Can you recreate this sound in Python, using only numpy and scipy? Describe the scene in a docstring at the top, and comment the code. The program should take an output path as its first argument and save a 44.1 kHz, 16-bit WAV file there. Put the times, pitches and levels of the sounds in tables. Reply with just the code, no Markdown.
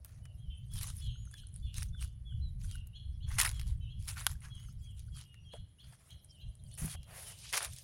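"""Slow steps through long dry grass in a young wood: each swish is a mass of tiny fractures over sliding hiss.
Single stems, crushed leaves and a twig break as bursts of noise, some ringing through short damped modes.
Small birds call in gliding sine tones with rough side tones, and a wash of echoes spreads among the trunks.
Dry insect ticks are bursts of filtered noise; a faint drone comes and goes, wind rumbles on the microphone,
and a faint high hiss around 9.5-11 kHz, probably the microphone's own noise, lies beneath."""
import sys
import numpy as np
from scipy import signal
from scipy.fft import rfft, irfft, next_fast_len
from scipy.io import wavfile
from scipy.ndimage import uniform_filter1d

SR = 44100
rng = np.random.default_rng(int(sys.argv[2]) if len(sys.argv) > 2 else 0)


def wav_out(sig):
    """Save sig, one row per channel (or a flat mono array), as 16-bit PCM at SR to the path in sys.argv[1]."""
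    wavfile.write(sys.argv[1], SR, np.round(np.clip(np.atleast_2d(sig).T, -1, 1) * 32767).astype(np.int16))


N = 345303
T = np.arange(N) / SR


def undb(db):
    """Decibels to amplitude gain."""
    return 10 ** (np.asarray(db) / 20)


def unit(x):
    """Scale to rms 1."""
    return x / np.sqrt(np.mean(x ** 2) + 1e-30)


def unit_burst(x):
    """Scale a short sound to the energy of 4 ms at rms 1."""
    return x / np.sqrt(np.sum(x ** 2) / (.004 * SR))


def curve(points):
    """Draw straight lines over time through (time, value) points."""
    return np.interp(T, *np.transpose(points))


def add(out, start_s, x):
    """Mix x into out at start_s."""
    i = max(int(start_s * SR), 0)
    out[i:i + len(x)] += x[:max(N - i, 0)]


def colour(x, points):
    """Causal, minimum-phase filter through (Hz, dB) points; white noise keeps its power."""
    hz, db = np.transpose(points)
    size = 8192
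    bins_hz = np.fft.rfftfreq(size, 1 / SR)
    gain = unit(undb(np.interp(np.log(bins_hz + 1), np.log(hz), db)))
    # folding the cepstrum forward puts the whole response after the input
    cepstrum = irfft(np.log(gain))
    cepstrum[1:size // 2] *= 2
    cepstrum[size // 2 + 1:] = 0
    return signal.fftconvolve(x, irfft(np.exp(rfft(cepstrum))))[:N]


def walk(rate_hz):
    """Random wander through rate_hz new values a second, with spread near 1."""
    knots = rng.standard_normal(8192)
    return np.interp(T * rate_hz, np.arange(len(knots)), knots)


def burst(decay_s, tail_db=-60, tail_s=0.014):
    """A fracture: a sharp flurry of noise, then weaker splinters of random strength."""
    t = T[:SR // 8]
    splinter_times = t[::40]
    splinter_sizes = rng.exponential(size=len(splinter_times)) ** 1.5 / 2
    splinters = np.interp(t, splinter_times, splinter_sizes)
    force = np.exp(-t / decay_s) + undb(tail_db) * splinters * np.exp(-t / tail_s)
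    return unit_burst(rng.standard_normal(len(t)) * force)


def ring(hz, width_hz):
    """A damped mode with gain 1 at its centre."""
    t = T[:SR // 8]
    decay = np.exp(-np.pi * width_hz * t)
    return 2 * np.pi * width_hz / SR * decay * np.sin(2 * np.pi * hz * t)


# balance of sliding hiss against breaking stalks: time_s, hiss_over_crackle_power [ratio]
SLIDE_BALANCE = [(0, 1.4), (3.4, 1.1), (5.5, 0.67), (5.9, 2.7), (6.8, 4.4), (7.2, 21), (7.5, 5.2),
                 (7.65, 4.5), (7.8, 1.8)]
# gain of the swishes' treble above 9 kHz: time_s, gain_db
TREBLE_GAIN = [(0.8, 2), (1.8, -0.5), (3.4, 0.5), (4.2, 4), (5.2, -2), (6.85, 12), (7.3, 4), (7.47, -21),
               (7.55, -6.5)]
# crisp tone of breaking stalks: frequency_hz, relative_level_db [dB per Hz]
CRACKLE_COLOUR = [(1200, -21), (2400, -4.5), (3300, 0.5), (5000, 0.5), (6500, 0.5), (7900, -2), (9800, 7.5),
                  (11100, 3), (11800, -5), (15500, -13)]
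# hollow tone of crushed litter: frequency_hz, relative_level_db [dB per Hz]
LITTER_COLOUR = [(150, -26.5), (350, -21), (550, -22.5), (800, -5.5), (1150, 0.5), (1900, 2.5), (2800, 1),
                 (5000, -22.5)]


def grass(per_s=420, patchy_db=4.0, leaf_db=6.5, crackle_db=-3.0, litter_db=-3.5):
    """Stalks break in tiny flurries of very unequal size and set leaves ringing, over the hiss of sliding blades."""
    spread_db, grain_s, rings_db = 4.5, .0009, -3
    sizes_db = spread_db * np.minimum(rng.exponential(size=N), 3.5)
    breaks = (rng.random(N) < per_s / SR) * undb(sizes_db)
    slide = curve(SLIDE_BALANCE)
    # the more the blades slide, the smoother the texture
    smooth = np.sqrt(1 + slide)
    clumps = undb(patchy_db * walk(70) / smooth)
    rings = undb(rings_db) * leaf_rings() / smooth
    out = 0
    for layer, trim_db, points in (("crackle", crackle_db, CRACKLE_COLOUR), ("litter", litter_db, LITTER_COLOUR)):
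        # every break has its own balance of crisp and hollow
        hits = breaks * undb(2 * rng.standard_normal(N))
        power = signal.lfilter([1], [1, -np.exp(-2 / (grain_s * SR))], hits ** 2)
        force = np.sqrt((power / power.mean() + slide) / (1 + slide))
        texture = force * leaves(leaf_db / smooth) + rings
        out = out + colour(texture * clumps * swish_gain(layer) * undb(trim_db), points)
    treble = signal.sosfiltfilt(signal.butter(2, 9000, "high", fs=SR, output="sos"), out)
    return out + treble * (undb(curve(TREBLE_GAIN)) - 1)


# a leg or foot sweeps the grass; levels are relative, the litter's is for below 2.4 kHz:
# start_s, attack_s, length_s, crackle_level_db, litter_level_db
SWISHES = [(0.033, 0.011, 0.16, -72, -76.5), (0.736, 0.03, 0.061, -45.5, -62.5),
           (0.806, .01, 0.083, -46.5, -58), (0.923, .015, 0.13, -59, -78.5),
           (1.741, 0.015, 0.093, -49.5, -65.5), (2.001, 0.019, 0.036, -49, -66),
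           (2.596, 0.014, 0.16, -60, -76), (3.276, 0.013, 0.14, -51, -57.5),
           (3.374, 0.0068, 0.11, -41.5, -45.5), (3.528, 0.017, 0.1, -59.5, -67.5),
           (3.666, 0.008, 0.043, -59, -67), (3.987, 0.018, 0.066, -59, -88),
           (4.067, 0.0098, 0.063, -50, -58.5), (4.161, 0.02, 0.072, -50, -52.5),
           (4.257, 0.0043, 0.054, -50.5, -61.5), (4.415, .012, 0.062, -60.5, -61),
           (4.533, 0.028, 0.12, -66.5, -74), (4.961, 0.033, 0.045, -64, -85),
           (5.145, 0.011, 0.068, -52.5, -66.5), (5.528, 0.0074, 0.02, -62, -66.5),
           (5.812, 0.06, 0.13, -64.5, -70), (5.977, 0.016, 0.18, -72, -74),
           (6.775, 0.0025, 0.099, -51, -55), (7.071, 0.023, 0.12, -61.5, -56), (7.143, 0.02, 0.1, -50, -58),
           (7.249, 0.013, 0.074, -48.5, -59), (7.362, 0.016, 0.059, -52.5, -72),
           (7.414, 0.015, 0.087, -46, -73), (7.524, 0.0053, 0.055, -32, -42),
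           (7.599, 0.01, 0.048, -39, -45), (7.674, 0.016, 0.13, -54.5, -82)]


def swish_gain(layer, arch_db=1, settle_s=0.024):
    """Strength of the swishes in one layer; each builds, swells and dies away as the stalks settle."""
    power, lead_s = np.zeros(N), .03
    t = T[:SR] - lead_s
    for start_s, attack_s, length_s, crackle_db, litter_db in SWISHES:
        level_db = crackle_db if layer == "crackle" else litter_db
        attack = (1 + np.tanh(t / attack_s - .5)) / 2
        swell_db = arch_db * (np.sin(np.pi * np.clip(t / length_s, 0, 1)) - .5)
        settle = np.exp(-np.maximum(t - length_s, 0) / settle_s)
        add(power, start_s - lead_s, (undb(level_db + swell_db) * attack * settle) ** 2)
    return np.sqrt(power)


def leaves(spread_db):
    """Noise whose bands flicker apart, as one leaf after another rings at its own pitch."""
    size = next_fast_len(N)
    spectrum, hz = rfft(rng.standard_normal(size)), np.fft.rfftfreq(size, 1 / SR)
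    band = np.searchsorted(np.geomspace(600, 13000, 20), hz)
    out = np.zeros(N)
    for k in range(band.max() + 1):
        band_noise = irfft(spectrum * (band == k), size)[:N]
        out += band_noise * undb(spread_db * walk(45))
    return unit(out)


def leaf_rings():
    """Curled dry leaves ring for a few milliseconds, each at its own pitch and strength."""
    per_s, width_hz, spread_db = 800, 240, 5
    out, t = np.zeros(N), T[:SR // 60]
    for when, pitch, damping, size in rng.random((int(per_s * N / SR), 4)):
        hz = 800 * 9 ** pitch
        level_db = spread_db * min(-np.log(1 - size), 3)
        decay = np.exp(-np.pi * width_hz * (.5 + damping) * t)
        add(out, when * N / SR, undb(level_db) * decay * np.sin(2 * np.pi * hz * t))
    return unit(out)


# dull brush of long blades along a leg: frequency_hz, relative_level_db [dB per Hz]
BRUSH_COLOUR = [(200, -32.5), (400, -1), (650, 6.5), (1000, -3), (1600, -19), (3000, -37)]


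def brush(trim_db=-6):
    """Where the blades slide rather than break, they rub the leg with a soft, low hiss."""
    slide = curve(SLIDE_BALANCE)
    rubbing = swish_gain("litter") * (slide / (1 + slide)) ** 2
    return colour(rng.standard_normal(N) * rubbing, BRUSH_COLOUR) * undb(trim_db)


# how much bent grass goes on stirring between steps: time_s, level_db
STIRRING = [(0, -81.5), (1.3, -75), (2.3, -85.5), (3.1, -83.5), (3.9, -84.5), (4.7, -73), (5.6, -83),
            (6.5, -75), (7.83, -64.5)]


def stirring(leaf_db=8.5, waver_db=5.0):
    """Between the steps, bent stalks creep back with a faint, soft rustle."""
    strength = undb(curve(STIRRING) + waver_db * walk(13))
    return colour(leaves(leaf_db) * strength, CRACKLE_COLOUR)


# single stems and leaves breaking, about 1 ms after cue_s: cue_s, relative_treble_db, relative_body_db
SNAPS = [(0.049, -65, -56), (0.2534, -52, -47.5), (0.757, -46, -56), (0.8105, -37.5, -43),
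         (0.9008, -41, -58), (1.3395, -45.5, -50.5), (1.7419, -38.5, -62), (1.7813, -34.5, -40),
         (1.8292, -30.5, -47), (2.644, -53, -53.5), (2.712, -41, -75), (3.3882, -29, -30),
         (3.393, -24.5, -45), (3.3998, -25, -26), (3.4135, -17, -26), (3.4319, -27, -42),
         (3.4476, -28, -29), (3.46, -37, -48), (3.4743, -37, -32), (3.491, -31, -51), (3.5132, -37, -44),
         (3.595, -38, -41.5), (3.613, -44, -47), (3.6772, -45.5, -73), (4.024, -47, -68),
         (4.0805, -38, -52), (4.0869, -31.5, -52), (4.194, -38, -47), (4.993, -46, -76),
         (5.342, -54.5, -52), (5.535, -53, -50), (6.105, -49.5, -65), (6.8781, -43, -40),
         (7.0308, -49.5, -59), (7.388, -50, -70), (7.5268, -28.5, -35), (7.605, -43, -36),
         (7.623, -38, -40), (7.628, -32, -47), (7.647, -27, -39), (7.733, -41.5, -75), (7.7627, -44.5, -74),
         (7.7844, -37, -68)]
# whole dry leaves crushed flat: start_s, length_s, treble_level_db, body_level_db
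CRUSHES = [(1.819, 0.011, -52.5, -50.5), (2.025, 0.0019, -45, -47), (3.384, 0.0082, -30.5, -31.5),
           (3.392, 0.018, -31, -38.5), (3.411, 0.0031, -26, -32), (3.419, 0.0047, -32.5, -39),
           (3.448, 0.0068, -36, -34), (4.074, 0.039, -46, -54.5), (4.432, 0.031, -78, -60),
           (6.879, 0.073, -49.5, -62), (6.935, 0.024, -58, -58.5), (7.444, 0.022, -62, -62.5),
           (7.532, 0.02, -42, -37.5), (7.568, 0.016, -33, -36.5)]


def snaps(crisp_db=-7, body_db=-9):
    """Thicker stems give way one by one; stiff leaves collapse in a dense run of fractures."""
    crisp, body = np.zeros(N), np.zeros(N)
    for cue_s, treble_db, low_db in SNAPS:
        tick = burst(.001, tail_db=-13, tail_s=.008)
        tock = burst(.0015, tail_db=-13, tail_s=.01)
        add(crisp, cue_s + 0.00088, undb(treble_db + crisp_db) * stem(tick))
        add(body, cue_s + 0.001128, undb(low_db + body_db) * stem(tock))
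    for start_s, length_s, treble_db, low_db in CRUSHES:
        u = np.linspace(0, 1, int(length_s * SR))
        arch = np.sqrt(np.abs(np.sin(np.pi * u)))
        force = unit(arch * undb(3 * walk(900)[:len(u)]))
        add(crisp, start_s, undb(treble_db) * force * rng.standard_normal(len(u)))
        add(body, start_s, undb(low_db) * force * rng.standard_normal(len(u)))
    return colour(crisp, CRACKLE_COLOUR) + colour(body, LITTER_COLOUR)


def stem(x):
    """Every stem rings with its own chance colour."""
    hz, spread_db = np.geomspace(700, 15000, 16), 3
    return colour(x, np.transpose([hz, spread_db * rng.standard_normal(len(hz))]))


# thin dry blades flick past each other: start_s, resonance_hz, width_hz, level_db
FLICKS = [(0.047, 11500, 6800, -48.5), (0.737, 9300, 1000, -46), (0.832, 12000, 6000, -40),
          (0.9675, 10150, 1200, -46), (2.871, 11700, 6700, -56), (6.857, 10400, 1800, -39)]


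def flicks():
    """Each flick is a brief scrape through the blade's one high resonance."""
    out = np.zeros(N)
    for start_s, hz, width_hz, level_db in FLICKS:
        mode = ring(hz, width_hz)
        scrape = burst(.0018, tail_db=-16)
        x = signal.fftconvolve(signal.fftconvolve(scrape, mode), mode)
        add(out, start_s, undb(level_db) * unit_burst(x))
    return out


# a twig breaks underfoot: start_s, level_db
TWIG_CRACKS = [(4.2666, -24.5), (4.2692, -47.5), (4.2687, -45.5)]
# what the twig rings with: frequency_hz, width_hz, relative_level_db
TWIG_MODES = [(637, 244, -6.5), (970, 400, -1.5), (1500, 390, 2), (3150, 390, 3), (4430, 1860, -6),
              (8900, 5100, -6), (11500, 1570, -1)]


def twig(scatter_db=-27):
    """The twig splits in stages; each one rings its short modes and shakes the litter."""
    out, crack = np.zeros(N), 0
    for k, (hz, width_hz, mode_db) in enumerate(TWIG_MODES):
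        # neighbouring modes swing in opposite directions
        crack = crack + (-1) ** k * undb(mode_db) * ring(hz, width_hz)
    crack = unit_burst(crack)
    for start_s, level_db in TWIG_CRACKS:
        add(out, start_s, undb(level_db) * crack)
    scatter = burst(decay_s=0.0035)
    return out + undb(scatter_db) * signal.fftconvolve(out, scatter)[:N]


# dull knocks of a foot on wood and soil: start_s, resonance_hz, scuff_decay_s, relative_level_db
KNOCKS = [(5.535, 660, 0.011, -47.5), (5.925, 865, 0.0059, -63.5), (6.815, 153.4, 0.032, -38.5),
          (6.84, 270, 0.0076, -48.5), (6.945, 730, 0.011, -54)]


def knocks(width=0.44):
    """Soft blows: a brief scuff through one broad, low resonance, its width a share of its pitch."""
    out = np.zeros(N)
    for start_s, hz, decay_s, level_db in KNOCKS:
        mode = ring(hz, width * hz)
        x = signal.fftconvolve(signal.fftconvolve(burst(decay_s), mode), mode)
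        add(out, start_s, undb(level_db) * 2 * x / np.abs(x).max())
    return out


# Call tables below: start_s, length_s, pitch_hz, level_db, side_tones_db.
# The arches scale pitch_hz and the swells scale the level; each is one column of ratios at five even moments.
# falling whistles: columns as above
WHISTLES = [(0.213, 0.12, 2990, -73, -20), (0.371, 0.16, 3230, -72, -14), (0.695, 0.12, 3370, -62, -24),
            (1.005, 0.12, 3386, -57.5, -3), (1.32, 0.093, 3440, -61.5, -17), (1.621, 0.1, 3496, -60.5, -11),
            (1.924, 0.096, 3530, -60, -32), (2.248, 0.095, 3400, -62, -36), (2.675, 0.1, 3235, -66, -4),
            (2.72, 0.088, 2890, -60.5, -16), (3.521, 0.10, 3362, -59.5, -6.5),
            (3.802, 0.1, 3060, -62.5, -7), (4.494, 0.11, 3335, -62.5, -13), (4.81, 0.13, 3303, -65, -23.5),
            (5.115, 0.11, 3290, -62.5, -13), (5.25, 0.16, 2890, -67.5, -14), (5.444, 0.086, 3254, -66, -29),
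            (6.282, .12, 3174, -67.5, -22.5), (6.6, 0.12, 3240, -77.5, -12), (6.88, 0.11, 3340, -61.5, -12),
            (7.25, 0.065, 3090, -60.5, -19), (7.69, .13, 3300, -82, -1)]
# height over the lowest pitch: share_of_height [ratio]; strength: gain [ratio]
WHISTLE_ARCH = [.96, 1.01, .89, 0.48, .28]
WHISTLE_SWELL = [.45, 0.84, .85, .62, 0.53]
WHISTLE_LOWEST_HZ = 2646
# harsh chirps that slide up, hold and dip at the end: columns as above
CHIRPS = [(1.36, 0.049, 3330, -65.5, 0.5), (2.929, 0.063, 3377, -54.5, -5),
          (3.203, 0.057, 3420, -58.5, -3.5), (3.875, 0.063, 3270, -61.5, -10),
          (5.495, 0.053, 3350, -59, -5), (5.783, 0.046, 3418, -57.5, -5.5),
          (6.087, 0.046, 3347, -60.5, -2.5), (6.38, 0.065, 3250, -63, -0.5),
          (6.69, 0.061, 3430, -67.5, 2.5), (7.0, 0.06, 3250, -73, -3), (7.36, 0.14, 3150, -67, -3.5)]
# pitch_scale [ratio]; gain [ratio]
CHIRP_ARCH = [0.79, .91, 1.0, 1.003, 0.89]
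CHIRP_SWELL = [0.27, 0.33, 0.99, 0.89, .5]
# thin, clean calls high in the canopy: columns as above
THIN_CALLS = [(1.09, 0.25, 6980, -67.5, -43), (4.53, 0.21, 6900, -69, -46), (4.78, 0.097, 5150, -81, -46)]
# pitch_scale [ratio]; gain [ratio]
THIN_ARCH = [.965, 0.91, 1.002, 0.89, .996]
THIN_SWELL = [0.47, 0.65, 0.68, 0.74, .3]
# clear, sinking notes from nearer birds: columns as above
CLEAR_CALLS = [(2.41, 0.1, 4090, -59, -39), (1.385, 0.043, 6550, -85, -45), (5.39, .13, 5800, -80, -46)]
# pitch_scale [ratio]; gain [ratio]
CLEAR_ARCH = [.965, 1.006, .978, .955, .925]
CLEAR_SWELL = [.5, 0.77, 0.71, 0.41, .12]


def birds(notes, arch, swell, lowest_hz=0, octave_db=-31, second_voice_db=-4):
    """Gliding notes; harsh ones gain side tones and a lower, less steady voice from the syrinx's other side."""
    out, wobble, waver, flutter = np.zeros(N), walk(400), walk(300), walk(90)
    moments, lower = np.linspace(0, 1, len(arch)), .885
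    for start_s, length_s, hz, level_db, side_db in notes:
        u = np.linspace(0, 1, int(length_s * SR))
        here = int(start_s * SR) + np.arange(len(u))
        harsh = undb(side_db)
        bend = uniform_filter1d(np.interp(u, moments, arch), len(u) // 6)
        glide_hz = lowest_hz + (hz - lowest_hz) * bend
        # harsh notes are rougher, and low notes lose steadiness towards the end
        rough = .003 + .014 * harsh + .035 * u ** 2 * (hz < 3800)
        phase = 2 * np.pi * np.cumsum(glide_hz * (1 + rough * wobble[here])) / SR
        second = 2 * np.pi * np.cumsum(lower * hz * (1 + .03 * waver[here])) / SR
        # a slower vibration puts side tones mainly a quarter of the pitch away
        sides = np.sin(5 / 4 * phase) + .1 * np.sin(3 / 4 * phase) + .06 * np.sin(7 / 4 * phase)
        sides += .06 * np.sin(phase / 2) + .12 * np.sin(2 * phase)
        second_voice = np.sin(second) + np.sin(5 / 4 * second) / 2
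        force = np.interp(u, moments, swell) * np.interp(u, [0, .1, .9, 1], [0, 1, 1, 0])
        voice = np.sin(phase) + undb(octave_db) * np.sin(2 * phase)
        voice += harsh * force ** 2 * sides + undb(second_voice_db) * harsh * second_voice
        add(out, start_s, np.sqrt(2) * force * undb(2 * flutter[here] + level_db) * voice)
    return out


# falling, trilled notes that end some whistles: start_s, length_s, pitch_hz, level_db
BUZZES = [(0.499, 0.064, 3156, -58.5), (1.055, 0.085, 3240, -60.5), (1.362, 0.068, 3150, -66),
          (1.664, 0.069, 2880, -66)]


def buzzes(trill_hz=340, depth=0.059, rough=0.018, fall=.1):
    """A fast, uneven trill shakes the falling pitch and splits the note into close strands."""
    out, wobble, waver = np.zeros(N), walk(700), walk(60)
    for start_s, length_s, hz, level_db in BUZZES:
        u = np.linspace(0, 1, int(length_s * SR))
        here = int(start_s * SR) + np.arange(len(u))
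        trill = np.sin(2 * np.pi * np.cumsum(trill_hz * (1 + .1 * waver[here])) / SR)
        bend = 1 - fall * u ** 2 + depth * trill + rough * wobble[here]
        phase = 2 * np.pi * np.cumsum(hz * bend) / SR
        swell = np.sqrt(2) * np.sin(np.pi * np.sqrt(u))
        add(out, start_s, undb(level_db) * swell * np.sin(phase))
    return out


# short low pips of another bird: start_s, peak_level_db, pitch_hz
PIPS = [(1.153, -62, 1500), (1.27, -61, 1360), (1.3356, -49.5, 1657), (1.432, -63, 1500),
        (1.944, -55.5, 1500), (2.319, -63.5, 1500), (2.64, -58.5, 1556), (2.75, -51, 1500),
        (4.35, -60, 1600), (4.683, -59.5, 1422), (5.08, -65.5, 1470)]


def pips(length_s=0.011, rough=0.062):
    """Very short, low notes, husky because their pitch shakes at random."""
    out, u, wobble = np.zeros(N), np.linspace(0, 1, int(length_s * SR)), walk(900)
    for start_s, level_db, hz in PIPS:
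        shake = rough * wobble[int(start_s * SR):][:len(u)]
        phase = 2 * np.pi * np.cumsum(hz * (1 + shake)) / SR
        add(out, start_s, undb(level_db) * np.sin(np.pi * u) ** 2 * np.sin(phase))
    return out


def trunks(x):
    """Scattering among the trees: a dense, slightly uneven wash of echoes builds up and fades."""
    t60_s, buildup_s, clump_db = .5, .014, 1.5
    t = T[:SR]
    fade = undb(-60 * t / t60_s + clump_db * walk(60)[:SR])
    buildup = 1 - np.exp(-(t / buildup_s) ** 2)
    tail = rng.standard_normal(SR) * fade * buildup
    return signal.fftconvolve(x, tail / np.sqrt(np.sum(tail ** 2)))[:N]


# thin high ticks, likely an insect, about 1 ms after cue_s: cue_s, relative_level_db
TICKS = [(1.2516, -51.5), (1.312, -47.5), (1.469, -50), (1.54, -50), (1.5603, -44), (4.4044, -53),
         (4.46, -53), (4.5516, -51.5), (4.636, -59), (4.725, -60), (6.2447, -50.5), (6.552, -52),
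         (6.637, -53), (6.713, -50.5), (6.739, -45.5)]


def insect_ticks(tick_db=-4.5):
    """Dry insect ticks close by: short noise bursts through a peak near 9.8 kHz."""
    ticks = np.zeros(N)
    for cue_s, level_db in TICKS:
        tick = burst(decay_s=0.0014, tail_db=-12.5, tail_s=0.02)
        add(ticks, cue_s + 0.00094, undb(level_db + tick_db) * tick)
    return colour(ticks, [(2000, -15.5), (6500, -17.0), (8700, -2.5), (9800, 8.5),
                          (11000, -8), (12500, -27), (16000, -36)])


# a faint, far drone: time_s, level_db
DRONE = [(0, -79.5), (0.3, -77), (0.6, -91), (5.6, -94.5), (6.0, -84.5), (6.7, -80), (7.83, -80)]


def drone(hz=620, width_hz=130):
    """A narrow band of distant noise that comes and goes."""
    band = signal.fftconvolve(rng.standard_normal(N), ring(hz, width_hz))[:N]
    return unit(band) * undb(curve(DRONE))


# slow strength of the breeze on the microphone: time_s, level_db
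BREEZE = [(0, -52), (0.3, -47.5), (1.0, -43.5), (1.5, -49), (1.9, -42.5), (2.2, -48.5), (2.5, -38.5),
          (2.95, -46), (3.3, -38.5), (3.7, -39.5), (4.1, -43), (4.55, -49.5), (5.1, -42), (5.35, -56),
          (6.05, -66), (6.3, -59.5), (6.6, -51.5), (7.83, -62)]
# single gusts that stand out from the breeze: peak_s, level_db
GUSTS = [(0.50, -41.5), (0.75, -40), (1.089, -35.5), (1.659, -37.5), (1.79, -41), (2.03, -36.5),
         (2.361, -38.5), (2.68, -40), (3.10, -39.5), (4.33, -40.5), (4.68, -45), (5.442, -50.5),
         (5.611, -45), (5.88, -52), (6.149, -51), (6.48, -42), (6.838, -41.5), (6.98, -44), (7.71, -45.5)]
# tone of the buffeting: frequency_hz, relative_level_db [dB per Hz]
WIND_COLOUR = [(15, -9.5), (28, -2), (45, 3), (65, 5.5), (90, 0.5), (122, 0.5), (160, -11.5), (200, -19.5),
               (260, -37.5), (400, -51), (800, -72)]
# tone of the wood's hush: frequency_hz, relative_level_db [dB per Hz]
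AIR_COLOUR = [(200, 8.5), (400, 1.5), (650, -5), (1000, -8.5), (2200, -8.5), (3000, -16), (4200, -13),
              (5200, -15), (6500, -18), (8500, -21), (12000, -24.5), (16000, -27.5)]


def wind(air_db=-76, full_db=-43, deepen=0.8, flutter_db=3.5, gust_width_s=0.031):
    """Eddies buffet the microphone, the stronger the deeper, over the soft hush of the wood."""
    breeze = undb(curve(BREEZE) + flutter_db * walk(14))
    gusts = sum(undb(db) ** 2 * np.exp(-((T - peak_s) / gust_width_s) ** 2) for peak_s, db in GUSTS)
    gust_db = 10 * np.log10(breeze ** 2 + gusts)
    eddies = unit(colour(rng.standard_normal(N), WIND_COLOUR))
    # below 85 Hz the rumble grows faster than the gust
    deep = signal.sosfiltfilt(signal.butter(2, 85, fs=SR, output="sos"), eddies)
    eddies = eddies + deep * (undb(deepen * (gust_db - full_db)) - 1)
    # even out the eddies' own swells, so the gusts mainly set the strength
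    eddies = eddies / np.sqrt(uniform_filter1d(eddies ** 2, SR // 16) + 0.028)
    hush = colour(rng.standard_normal(N), AIR_COLOUR) * undb(air_db + .7 * walk(2.2))
    return eddies * undb(gust_db) + hush


# tone of the faint high hiss: frequency_hz, relative_level_db [dB per Hz]
HISS_COLOUR = [(6000, -43), (8500, -22), (9400, -4), (9900, -3.5), (10700, 1.5), (11100, -7),
               (11500, -20.5), (13000, -41)]


def high_hiss(hiss_db=-82):
    """A faint, steady high hiss around 9.5-11 kHz, probably the microphone's own noise; its level wavers slightly."""
    return colour(rng.standard_normal(N), HISS_COLOUR) * undb(hiss_db + 2.0 * walk(23))


def scene(song_echo_db=-1.47, near_echo_db=-16, step_echo_db=-32):
    """Steps close by, birds further off among the trunks, insect ticks, drone, wind and a high hiss."""
    steps = grass() + brush() + stirring() + snaps() + flicks() + twig() + knocks()
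    whistles = birds(WHISTLES, WHISTLE_ARCH, WHISTLE_SWELL, WHISTLE_LOWEST_HZ)
    chirps = birds(CHIRPS, CHIRP_ARCH, CHIRP_SWELL)
    far_song = whistles + chirps + buzzes()
    thin_calls = birds(THIN_CALLS, THIN_ARCH, THIN_SWELL)
    clear_calls = birds(CLEAR_CALLS, CLEAR_ARCH, CLEAR_SWELL)
    near_song = thin_calls + clear_calls + pips()
    # the foliage soaks up the highest notes before they scatter back
    scattered = signal.sosfilt(signal.butter(2, 5000, fs=SR, output="sos"), far_song)
    echo_feed = undb(song_echo_db) * scattered + undb(near_echo_db) * near_song + undb(step_echo_db) * steps
    background = insect_ticks() + drone() + wind() + high_hiss()
    return (steps + far_song + near_song + trunks(echo_feed) + background)[None]


def record(dry, top_hz=15900):
    """The recorder cuts the top steeply above top_hz."""
    return signal.sosfilt(signal.ellip(8, .2, 70, top_hz, fs=SR, output="sos"), dry)


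dry = scene()
out = record(dry)
wav_out(out)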